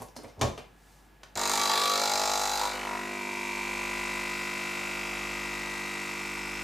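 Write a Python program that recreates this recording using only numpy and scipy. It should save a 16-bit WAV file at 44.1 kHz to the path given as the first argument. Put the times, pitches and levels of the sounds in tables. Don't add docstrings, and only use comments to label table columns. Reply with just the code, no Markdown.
import sys
import numpy as np
from scipy import signal
from scipy.fft import rfft, irfft
from scipy.io import wavfile
from scipy.ndimage import uniform_filter1d

SR = 44100
rng = np.random.default_rng(int(sys.argv[2]) if len(sys.argv) > 2 else 0)


def pcm_store(signal):
    levels = np.round(np.clip(np.atleast_2d(signal), -1, 1) * 32767)
    wavfile.write(sys.argv[1], SR, levels.astype(np.int16).T)


def convert_level_to_amplitude(level_db):
    exponent = np.asarray(level_db, float) / 20
    return 10 ** exponent


N = 292383
TIME = np.arange(N) / SR
MAINS_HZ, PUMP_ON_S = 50, 1.35
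BEAT_NULL_S = 1.9


def rms_one(x):
    return x / np.sqrt(np.mean(x ** 2) + 1e-20)


def evened(x, level_db):
    return convert_level_to_amplitude(level_db) * x / np.sqrt(uniform_filter1d(x ** 2, size=5292) + 1e-12)


def in_time(rows):
    s, *columns = np.transpose(rows)
    return [np.interp(TIME, s, c) for c in columns]


def drift(rate_hz):
    knots = rng.standard_normal(int(N / SR * 8) + 2)
    return np.interp(TIME * np.clip(rate_hz, 0, 8), np.arange(len(knots)), knots) * 1.55


def coloured(x, points):
    hz, level_db = np.transpose(points)
    log_hz = np.log(np.fft.rfftfreq(len(x), 1 / SR) + 1)
    return irfft(rfft(x) * convert_level_to_amplitude(np.interp(log_hz, np.log(hz), level_db)), len(x))


def dying_noise(t60_s, points):
    size = SR // 2
    response = coloured(rng.standard_normal(size), points) * convert_level_to_amplitude(-60 * TIME[:size] / t60_s)
    return response / np.sqrt(np.sum(response ** 2))


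def resonance(hz, width_hz):
    r = np.exp(-np.pi * width_hz / SR)
    b = (1 - r * r) / 2 * np.array([1, 0, -1])
    return b, [1, -2 * r * np.cos(2 * np.pi * hz / SR), r * r]


def body(x, modes, wander_db=2.0):
    out = np.zeros(N)
    for k, (hz, width_hz, level_db, delay_ms) in enumerate(modes):
        ring = signal.lfilter(*resonance(hz, width_hz), x)
        ring = convert_level_to_amplitude(level_db) * np.roll(ring, int(delay_ms * SR / 1000))
        out += (-1) ** k * ring * convert_level_to_amplitude(wander_db * drift(1.57))
    return out


def pocket(x, bouts, width_hz):
    swell_share, block = 0.26, 128
    out = np.zeros(N)
    for start_s, length_s, from_hz, to_hz, level_db in bouts:
        state = np.zeros(2)
        for i in range(int(start_s * SR), min(int((start_s + length_s) * SR), N), block):
            done = (TIME[i:i + block] - start_s) / length_s
            b, a = resonance(from_hz + (to_hz - from_hz) * done[0], width_hz)
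            ring, state = signal.lfilter(b, a, x[i:i + block], zi=state)
            swell = np.clip(np.minimum(done, 1 - done) / swell_share, 0, 1)
            out[i:i + block] += convert_level_to_amplitude(level_db) * ring * swell
    return out


def strikes(lag_ms, alternation, spread_db, jitter_ms):
    s = np.arange(PUMP_ON_S, N / SR - .008, 1 / MAINS_HZ)
    at, chance = np.round(s * SR).astype(int), rng.standard_normal((len(s), 2))
    at = at + ((lag_ms[at] + jitter_ms * chance[:, 0]) * SR / 1000).astype(int)
    blows = np.full(N, 1e-9)
    blows[at] = convert_level_to_amplitude(spread_db * chance[:, 1]) * (1 - alternation[at] * (-1) ** np.arange(len(s)))
    return blows


def chatter(blows, t60_s):
    r = convert_level_to_amplitude(-60 / (t60_s * SR))
    return rms_one(signal.lfilter([1], [1, -r], blows) * rng.standard_normal(N))


def casing_hum(lag_ms, pressure):
    # (multiple of mains, empty line [dB], pressure rising [dB], full pressure [dB])
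    harmonics = [(2, -31.5, -22, -19), (3, -28, -21, -3), (4, -16, -6, -1), (5, -12.5, -4, -8),
                 (6, -50, -31.5, 7.5), (7, -14.5, -1.5, -1.5), (8, -14.5, -9.5, -25), (9, -9, -18.5, -2)]
    phase = 2 * np.pi * MAINS_HZ * (TIME - lag_ms / 1000)
    rumble_colour = [(70, -20), (110, -5), (200, 26.0), (450, 27.5), (700, -38)]
    hum = convert_level_to_amplitude(-29.5) * coloured(rng.standard_normal(N), rumble_colour)
    for k, *level_db in harmonics:
        hum += convert_level_to_amplitude(np.interp(pressure, [0, .6, 1], level_db)) * np.sin(k * phase + 0.4722 * k ** 2)
    return hum


def chamber_knock(steady, thud, flutter, loose, full):
    # (frequency [Hz], width [Hz], level [dB], delay after blow [ms])
    chamber_empty = [(498, 15, 0, 7.64), (635, 45, -1, 6.07), (700, 11.48, 0, 1.34), (801.5, 12.5, 6, 3.98),
                     (1000, 16, -3, 2.48), (1320, 85, -1, 8.5), (1510, 160, -34, 2.6)]
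    chamber_full = [(520.4, 14, 0, 7.91), (603, 113, -7.5, 8.97), (658.2, 11.6, 1.2, 4.84),
                    (741, 25, -0.7, 15.09), (923, 97, -4, 6.28), (971, 30, 2.5, 4.517),
                    (1016, 22, 3, 10.601), (1160, 20, 2, 6.7), (1259, 31, 1.7, 4.37),
                    (1400.5, 19, 1.5, 4.37), (1468, 31, 0, 13.866), (1606, 10.5, -2.5, 13)]
    # (start [s], length [s], from [Hz], to [Hz], level [dB])
    tray = [
        (1.3, 0.56, 926, 870, 7),
        (1.937, 0.77, 797, 855, 7.5),
        (2.598, 0.11, 940, 980, 2),
        (2.79, 0.33, 914, 1000, 6),
        (3.1, 0.7, 956, 977, 9.5),
        (3.545, 1.4, 1000, 980, -1.5),
    ]
    big_pockets = [
        (1.7, 0.94, 430, 817, 1),
        (2.742, 0.94, 700, 700, 1.5),
    ]
    small_pockets = [(1.36, 0.21, 1190, 1125, 2), (1.4, 0.37, 1340, 1320, -1), (1.76, 0.36, 1170, 1410, 5),
                     (2.0, 0.55, 1366, 1370, -1.5), (2.75, 0.42, 1345, 1380, 1.5),
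                     (2.95, .9, 1120, 1150, -2), (2.95, .7, 1280, 1500, -3), (4.2, .7, 1130, 1100, -3)]
    tank = [(1.55, 0.47, 1150, 1150, 17), (1.98, 0.58, 1150, 1150, 2), (1.9, 0.6, 850, 850, 4.5),
            (1.75, 0.35, 550, 550, 2), (1.76, 0.63, 700, 700, 1.5), (3.6, 0.75, 1000, 1000, 7),
            (3.2, 0.51, 1150, 1150, 3), (2.06, 0.51, 650, 650, 6), (2.1, 0.47, 1250, 1250, 2),
            (2.13, 0.51, 1100, 1100, 5), (1.4, .4, 1200, 1100, 10), (3.1, 0.64, 900, 900, 8.5),
            (3.0, .5, 950, 950, -2), (2.95, .3, 1400, 1400, 2), (2.2, .45, 750, 750, 3),
            (1.8, .4, 900, 900, 2), (1.8, .35, 950, 950, -2)]
    flutter_bouts = [(3.15, .6, 970, 960, -5), (4.7, 3.1, 727, 860, -9.5), (4.44, 2.7, 960, 935, -1),
                     (4.4, 3, 1212, 1270, -1.5), (5.87, 3.01, 1459.2, 1400, -1.5)]
    tick = rms_one(steady) + .55 * loose * chatter(steady, t60_s=.1)
    knock = (1 - full) * body(tick, chamber_empty) + full * body(tick, chamber_full, wander_db=1.5)
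    knock += np.roll(pocket(thud, tray, width_hz=41.0), 50)
    knock += pocket(tick, big_pockets, width_hz=62.0) - pocket(tick, small_pockets, width_hz=64.96)
    knock += pocket(tick, tank, width_hz=6.0)
    knock += pocket(flutter, flutter_bouts, width_hz=45)
    return signal.sosfilt(signal.butter(3, 300, "high", fs=SR, output="sos"), knock)


def frame_ring(steady, flutter, loose, full):
    # (frequency [Hz], width [Hz], level [dB], delay after blow [ms])
    frame_empty = [(1764, 390, 6.5, 4.1), (2020, 150, 10, 6.6), (2305, 140, 6, 2.97), (2175, 85, 7, 5),
                   (2610.3, 270, -1.5, 6.9)]
    frame_full = [(1830, 13, -5.6, 16.02), (1955, 18, 1.2, 8.016), (1980, 35, -4.3, 10.011),
                  (2049, 10, 2.0, 12.573), (2088, 27, 2.0, 12.664), (2204, 32, -1.7, 12.46),
                  (2280, 46, -2.0, 13.48), (2287, 122, -10.4, 10.533), (2348, 10, 0.4, 2.165),
                  (2410, 43, -5.0, 12.437), (2505, 10, 0.9, 12.188), (2531, 200, -11.3, 2.891),
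                  (2602, 59, -3, 3.344), (2670, 97, -8.8, 11.394)]
    # (start [s], length [s], from [Hz], to [Hz], level [dB])
    panel = [
        (1.46, 0.24, 2310, 2290, 13),
        (1.755, 0.16, 2350, 2330, 4),
        (2.086, 0.3, 2280, 2290, 6),
        (2.497, .4, 2320, 2320, 4),
        (3.0, 1.0, 2320, 2350, -3),
        (4.9, 2, 1930, 1940, -17),
    ]
    flutter_high = [
        (4.3, 2.6, 2080, 2163, -14),
        (5.3, 2.175, 2030, 2070, -14),
    ]
    empty = 1 - full
    tick = rms_one(steady) + (0.28 * loose + 1.27 * empty) * chatter(steady, t60_s=0.16)
    ring = empty * body(tick, frame_empty) + full * body(tick, frame_full, wander_db=0.8)
    return ring + pocket(tick, panel, width_hz=67) + pocket(flutter, flutter_high, width_hz=46)


def casing_clatter(steady, pressure, loose, full):
    # (frequency [Hz], density [dB per Hz])
    clatter_empty = [(1650, -37), (2800, -8), (3080, -9), (3190, -6.5), (4000, 1.5), (4470, -1.5),
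                     (4870, -3.5), (5930, -4), (6430, -1.5), (7280, -2), (10200, -11.5), (13400, -11),
                     (16000, -17)]
    clatter_full = [(1650, -13.5), (2800, -8), (3080, -15), (3410, -11), (3800, -7), (4120, -9.5),
                    (4910, -9), (5480, -9.5), (7890, -8.5), (8930, -13.5), (12200, -17.5), (14800, -22.5),
                    (16000, -15)]
    # (frequency [Hz], width [Hz], level [dB], delay after blow [ms])
    shell_empty = [(3340, 115, 1, 2.5), (3980, 340, 1, 0), (4850, 410, 4.5, 2.5), (5400, 320, -2, 7),
                   (6640, 260, -6, 0.5), (7300, 151.1, -3, 5), (7900, 280, -1, 0)]
    shell_full = [(3153, 53, 6, 1), (3242, 40, 6.5, 10.5), (3825, 120, 3.5, 9), (4430, 110, 1.5, 9.5),
                  (4900, 240, -3, 0.6), (5605, 140, -8, 12), (5514.5, 320, -6, 15.5), (6350, 220, -7.5, 9),
                  (7190, 180, -3, 3), (7700, 440, -6, 7.2)]
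    # (start [s], length [s], from [Hz], to [Hz], level [dB])
    lid_bouts = [(1.3, 1.5, 4020, 3950, 10), (1.3, 1.35, 4730, 4760, 11), (1.5, 0.5, 3280, 3300, 9),
                 (1.68, 0.36, 3400, 3650, 11), (1.75, 0.85, 5500, 5600, 9), (1.9, .5, 5072, 5100, 7),
                 (1.85, .4, 4150, 4400, 7), (2.25, .45, 3750, 3750, 7), (2.55, .28, 4700, 4250, 8)]
    clicking_parts = [(4.65, 1.3, 4790, 5000, 12), (5.9, 1.84, 5030, 5550, 12), (3.48, 1.73, 4000, 3660, 4),
                      (1.26, 0.37, 7230, 6660, 12.5), (1.28, 0.48, 6600, 6250, 10),
                      (1.76, 0.8954, 6200, 6650, 11), (1.93, 0.67, 7089, 7500, 9),
                      (2.45, 0.33, 4000, 3600, 6), (2.4, .25, 6900, 6200, 0), (1.4, 0.24, 8200, 8900, 6.5),
                      (5.8, 0.76, 4240, 4600, 2), (4.9, 0.68, 3312, 3100, 4), (5.6, 1.3, 3930, 3900, 2)]
    pipe_pockets = [
        (1.6, 0.79, 2925, 5800, 0.02),
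    ]
    lid_lag_ms = 1.5
    empty = 1 - full
    tick = rms_one(steady) + (0.3 * loose + 0.6 * empty) * chatter(steady, t60_s=0.12)
    lid = np.roll(pocket(tick, lid_bouts, width_hz=106), int(lid_lag_ms * SR / 1000))
    lid += pocket(tick, clicking_parts, width_hz=240)

    def dense(t60_s, colour):
        ring = rms_one(signal.fftconvolve(steady, dying_noise(t60_s, colour))[:N])
        return coloured(ring, [(4000, 1.5), (7000, -0.5), (10000, -5.5)])

    dry_buzz = chatter(steady, t60_s=0.051)
    wet_buzz = chatter(np.roll(steady, 260), t60_s=0.14)
    dry = .8 * dense(0.15, clatter_empty) + 1.15 * rms_one(coloured(dry_buzz, clatter_empty))
    dry += 0.5 * rms_one(body(tick, shell_empty, wander_db=1.5))
    dry += pocket(dry, pipe_pockets, width_hz=650)
    wet = .55 * dense(.12, clatter_full) + .85 * pressure * rms_one(body(steady, shell_full))
    wet += 0.84 * rms_one(coloured(wet_buzz, clatter_full))
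    return empty * dry + full * wet - lid


def pump():
    # (time [s], strike lag in cycle [ms], water pressure [0-1], stroke force [dB])
    plunger = [(1.351, 4.7, 0.05, -15), (1.378, 3.66, 0.14, -3), (1.498, 5.65, 0.05, -1),
               (1.62, 4.46, 0.11, 0.5), (1.799, 5.73, 0.18, 3), (1.998, 6, 0.13, 0.5),
               (2.301, 5.64, 0.17, 0), (2.602, 4.3, .18, -2), (2.72, 2.47, 0.28, 0),
               (2.852, 0.94, 0.35, -0.5), (3.051, .38, 0.44, -0.5), (3.5, 0.3, 0.64, 1),
               (4.1, 0.32, 0.71, 1.5), (4.4, 0.35, 0.8, 0.5), (6.63, 0.78, 0.87, -2)]
    # (pressure [0-1], casing hum [dB], chamber knock [dB], frame ring [dB], clatter [dB])
    part_levels = [(.1, -42, -31, -38, -31.5), (0.201, -49.5, -31, -43.5, -34),
                   (0.319, -46, -39, -40.5, -47), (.44, -41.5, -41, -39.5, -48),
                   (.66, -43, -41.5, -37.5, -45.5), (.85, -43.5, -42, -37, -43.5)]
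    # (start [s], length [s], from [Hz], to [Hz], level [dB])
    gulps = [(2.59, 0.097, 870, 1050, -15), (2.8, 0.23, 850, 1020, -21), (2.82, 0.18, 600, 770, -27.5),
             (2.1, 0.4, 590, 600, -19.5), (1.67, 0.26, 1700, 1660, -26.5), (2.71, 0.195, 2930, 3000, -28.5),
             (2.64, 0.17, 4250, 3770, -29.5), (2.03, 0.56, 1650, 1580, -33)]
    hum_follows = 0.34
    limp, limp_ends_s, limp_fade_s = 0.42, 1.89, 0.11
    loose_share, seated, seated_s, seated_span_s = 0.73, 0.4075, 2.37, 0.26
    lag_ms, pressure, force_db = in_time(plunger)
    steps, *parts = np.transpose(part_levels)
    hum_db, knock_db, ring_db, clatter_db = (np.interp(pressure, steps, db) + force_db for db in parts)
    hum_db = hum_db - (1 - hum_follows) * force_db
    alternation = limp * np.clip((limp_ends_s - TIME) / limp_fade_s, 0, 1)
    loose = np.clip(loose_share - seated * np.exp(-((TIME - seated_s) / seated_span_s) ** 2), 0, 1)
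    full = np.clip(pressure / 0.5, 0, 1)

    uneven = strikes(lag_ms, alternation, spread_db=.8, jitter_ms=.015)
    steady = strikes(lag_ms, 0.15 * alternation, spread_db=0.0, jitter_ms=.01)
    thud = rms_one(uneven) + .7 * loose * chatter(uneven, t60_s=.1)
    every_second = steady * (-1) ** np.cumsum(steady > 1e-6)
    flutter = rms_one(every_second) + 1.1 * chatter(steady, t60_s=0.15)

    tonal = evened(casing_hum(lag_ms, pressure), hum_db)
    tonal += evened(chamber_knock(steady, thud, flutter, loose, full), knock_db)
    tonal += evened(frame_ring(steady, flutter, loose, full), ring_db)
    tonal += pocket(thud, gulps, width_hz=99)
    coil = np.sqrt(2) * np.sin(2 * np.pi * MAINS_HZ * (TIME - BEAT_NULL_S))
    tonal += convert_level_to_amplitude(-61.0 + 7.6 * pressure) * coil
    clatter = evened(casing_clatter(steady, pressure, loose, full), clatter_db)
    first_s = PUMP_ON_S + plunger[0][1] / 1000
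    running = np.clip((TIME - first_s) / 0.00035, 0, 1)
    return tonal * running, clatter * running


def lever():
    # (time [s], peak [dB], brightness [dB], thump [dB], t60 [s])
    contacts = [(.002, -38, -7, -3, 0.11), (.012, -37, -11, -14, 0.063), (.019, -30.5, -8, -14, 0.055),
                (.028, -46, -19, -14.5, 0.1), (0.084, -51, 6, -12, 0.082), (0.156, -52, -17, -18.5, 0.0472),
                (0.164, -32, 0, -8, 0.03), (0.234, -39, -8, -11, .062), (.244, -36, -10, -2, .07),
                (0.281, -43, 2, -10, 0.14), (0.366, -46, -16, -1, 0.3), (0.378, -38, -16, 1, 0.33),
                (0.392, -37, -12, -1, 0.3), (0.401, -36, -11, -1, 0.2), (0.4127, -15, 5.5, -3.5, 0.064),
                (0.4186, -15.5, -2, -7, 0.11), (.434, -17, -20, 2, 0.05), (.455, -30, -9, -7, 0.11),
                (0.5776, -29.5, -5.5, -7, 0.094), (1.2328, -34.5, 9, -12, 0.039), (1.354, -36, -2, -4, 0.1)]
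    # (frequency [Hz], level [dB], t60 [s] before it is shortened to 0.29 of that)
    lever_modes = [(112, 8, 0.24), (208, -8, 0.49), (356, -1, 0.22), (430, 5.5, 0.17), (576, -6, 0.1914),
                   (717, -3, 0.23), (810, -14, 0.089), (1306, -13, 0.18), (2320, -27.5, 0.14),
                   (2900, -25, 0.3946), (4370, -5, 0.096), (5300, -6.5, 0.1167), (6040, 4, 0.0565),
                   (7300, -24.5, 0.2)]
    # (frequency [Hz], density [dB per Hz])
    crack_colour = [(35, -40), (60, -32), (103, 5), (168, -3.5), (651, -4), (946, -6), (1340, -15.5),
                    (1660, -17), (6140, -21), (16000, -44.5)]
    # (start [s], length [s], from [Hz], to [Hz], level [dB])
    squeaks = [
        (0.074, 0.0306, 5350, 5400, -50),
        (0.157, 0.041, 5300, 5240, -44),
        (0.261, 0.12, 5260, 5410, -58.5),
    ]
    cup_hz, cup_db, cup_t60_s = 2950, -47, .6
    out, clicks = np.zeros(N), np.full((len(lever_modes), SR * 2), 1e-18)
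    mode_hz = np.array(lever_modes)[:, 0]
    for s, peak_db, bright_db, thump_db, t60_s in contacts:
        at = round(s * SR)
        tilt = [(150, thump_db), (400, 0), (1000, 0.0083), (1800, bright_db)]
        crack = coloured(dying_noise(t60_s, crack_colour), tilt)[:SR // 3]
        out[at:at + len(crack)] += convert_level_to_amplitude(peak_db - 1.5) * crack / np.abs(crack).max()
        tilt_db = bright_db * (mode_hz > 1200) + thump_db * (mode_hz < 300)
        button_db = -15 * (s > 1)
        clicks[:, at] = convert_level_to_amplitude(peak_db + tilt_db + button_db + 2.5 * rng.standard_normal(len(lever_modes)))
    for click, (hz, level_db, t60_s) in zip(clicks, lever_modes):
        r, w = convert_level_to_amplitude(-60 / (0.29 * t60_s * SR)), 2 * np.pi * hz / SR
        ring = signal.lfilter([0, np.sin(w)], [1, -2 * r * np.cos(w), r * r], click)
        out[:SR * 2] += convert_level_to_amplitude(level_db - 22.0) * ring
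    cup_drive = clicks[9] * cup_t60_s * SR / np.log(1000)
    out[:SR * 2] += convert_level_to_amplitude(cup_db) * signal.lfilter(*resonance(cup_hz, 1.9 / cup_t60_s), cup_drive)
    return out + pocket(rng.standard_normal(N), squeaks, width_hz=250.0)


def contact_bursts():
    # (time [s], peak [dB], frequency [Hz], t60 [s])
    tick_events = [(.0125, -47, 8000, .03), (0.0207, -38.5, 11500, 0.034), (.026, -45, 6500, 0.038),
                   (.084, -50, 5600, 0.0359), (.157, -48, 6000, .02), (.2345, -45, 8500, .03),
                   (.281, -55, 5300, 0.02734), (.299, -53.5, 5400, .03), (0.165, -37, 5000, 0.068),
                   (.166, -42, 10000, .05), (.188, -41, 350, .06), (.24, -40, 420, 0.06),
                   (.242, -46, 2150, 0.076), (.394, -46, 5300, 0.03), (.428, -26, 403, 0.11),
                   (.577, -38, 2800, 0.086), (.577, -44, 5000, .04), (.59, -44, 2350, .08),
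                   (.414, -22, 6300, .02), (.414, -23, 4500, 0.022), (1.233, -48, 3940, 0.042),
                   (1.233, -48, 1500, .05), (1.233, -49, 2300, .05), (.416, -33, 116, .2),
                   (.42, -34, 210, .15), (.166, -46, 230, .1), (.578, -40, 850, .1)]
    out, size = np.zeros(N), SR // 4
    for s, peak_db, hz, t60_s in tick_events:
        burst = signal.lfilter(*resonance(hz, 0.25 * hz), rng.standard_normal(size))
        burst = burst * convert_level_to_amplitude(-60 * TIME[:size] / t60_s)
        at = round(s * SR)
        out[at:at + size] += convert_level_to_amplitude(peak_db) * burst / np.abs(burst).max()
    return out


def background():
    # (time [s], time to fade 10 dB [s], level [dB])
    rubs = [
        (0.0, 0.08, -56),
        (.25, 0.06, -65),
        (.92, 0.16, -64),
    ]
    # (frequency [Hz], density [dB per Hz])
    rub_colour = [(300, -9), (1000, -2), (3000, -9.5), (5400, -5), (8000, -6), (16000, -16)]
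    # (frequency [Hz], level [dB])
    hiss_colour = [(35, -20), (60, -11), (149, -4.5), (621, -13), (862, -7.5), (991, -14), (2580, -19.5),
                   (2970, -22), (11800, -39), (16000, -30)]
    hiss_db, fridge_db, beat_hz = -61, -61, .725
    whine_hz, whine_db = 1685, -71
    hiss = convert_level_to_amplitude(hiss_db) * rms_one(coloured(rng.standard_normal(N), hiss_colour))
    rub_level = sum(convert_level_to_amplitude(db - 10 * ((TIME - s) / fade_s) ** 2) for s, fade_s, db in rubs)
    rub = rub_level * rms_one(coloured(rng.standard_normal(N), rub_colour))
    fridge = -np.sqrt(2) * np.sin(2 * np.pi * (MAINS_HZ - beat_hz) * (TIME - BEAT_NULL_S))
    rumble_colour = [(70, -18), (100, 4.0), (130, -5), (170, -25)]
    rumble = convert_level_to_amplitude(-71.0) * rms_one(coloured(rng.standard_normal(N), rumble_colour))
    whine = convert_level_to_amplitude(whine_db) * np.sin(2 * np.pi * whine_hz * TIME)
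    return whine + hiss + rumble + rub + convert_level_to_amplitude(fridge_db) * fridge


def scene():
    wall_ms = [1.94, 4.29, 7.1]
    # (frequency [Hz], side minus mid [dB])
    width = [(40, -21), (130, -28), (300, -10), (600, -10.5), (1400, -9), (5000, -19), (8500, -17),
             (10800, -9), (11800, -24), (16000, -26)]
    kitchen_t60_s, kitchen_db = 0.33, -3.5
    tonal, clatter = pump()
    struck = 0.71 * clatter + lever() + contact_bursts()
    walls = [(60, 1.5), (300, -2.5), (3000, -3), (12000, -5.0)]
    echo = np.pad(dying_noise(kitchen_t60_s, walls), (200, 0))
    tail = convert_level_to_amplitude(kitchen_db) * signal.fftconvolve(struck, echo)[:N]
    struck = struck + 0.32 * clatter + tail + background()
    diffuse = signal.fftconvolve(struck, dying_noise(0.22, [(60, 0), (16000, 0)]))[:N]
    bounced = sum((-1) ** k * np.roll(tonal, int(ms * SR / 1000)) for k, ms in enumerate(wall_ms))
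    mid = tonal + struck
    side = coloured(0.38 * bounced + 1.32 * diffuse, width)
    side += coloured(mid, [(300, -40), (700, -23), (1500, -24), (3000, -37.0)])
    side -= coloured(struck, [(5000, -49), (8000, -23), (11000, -15.5), (12000, -49)])
    return np.array([mid + side, mid - side])


def roll_off(x):
    return signal.sosfilt(signal.butter(12, 16510, fs=SR, output="sos"), x)


def record(dry):
    dry = signal.sosfilt(signal.butter(5, 38, "high", fs=SR, output="sos"), dry)
    dry = signal.sosfilt(signal.cheby2(12, 60, 16100, fs=SR, output="sos"), dry)
    return roll_off(dry)


dry = scene()
out = record(dry)
pcm_store(out)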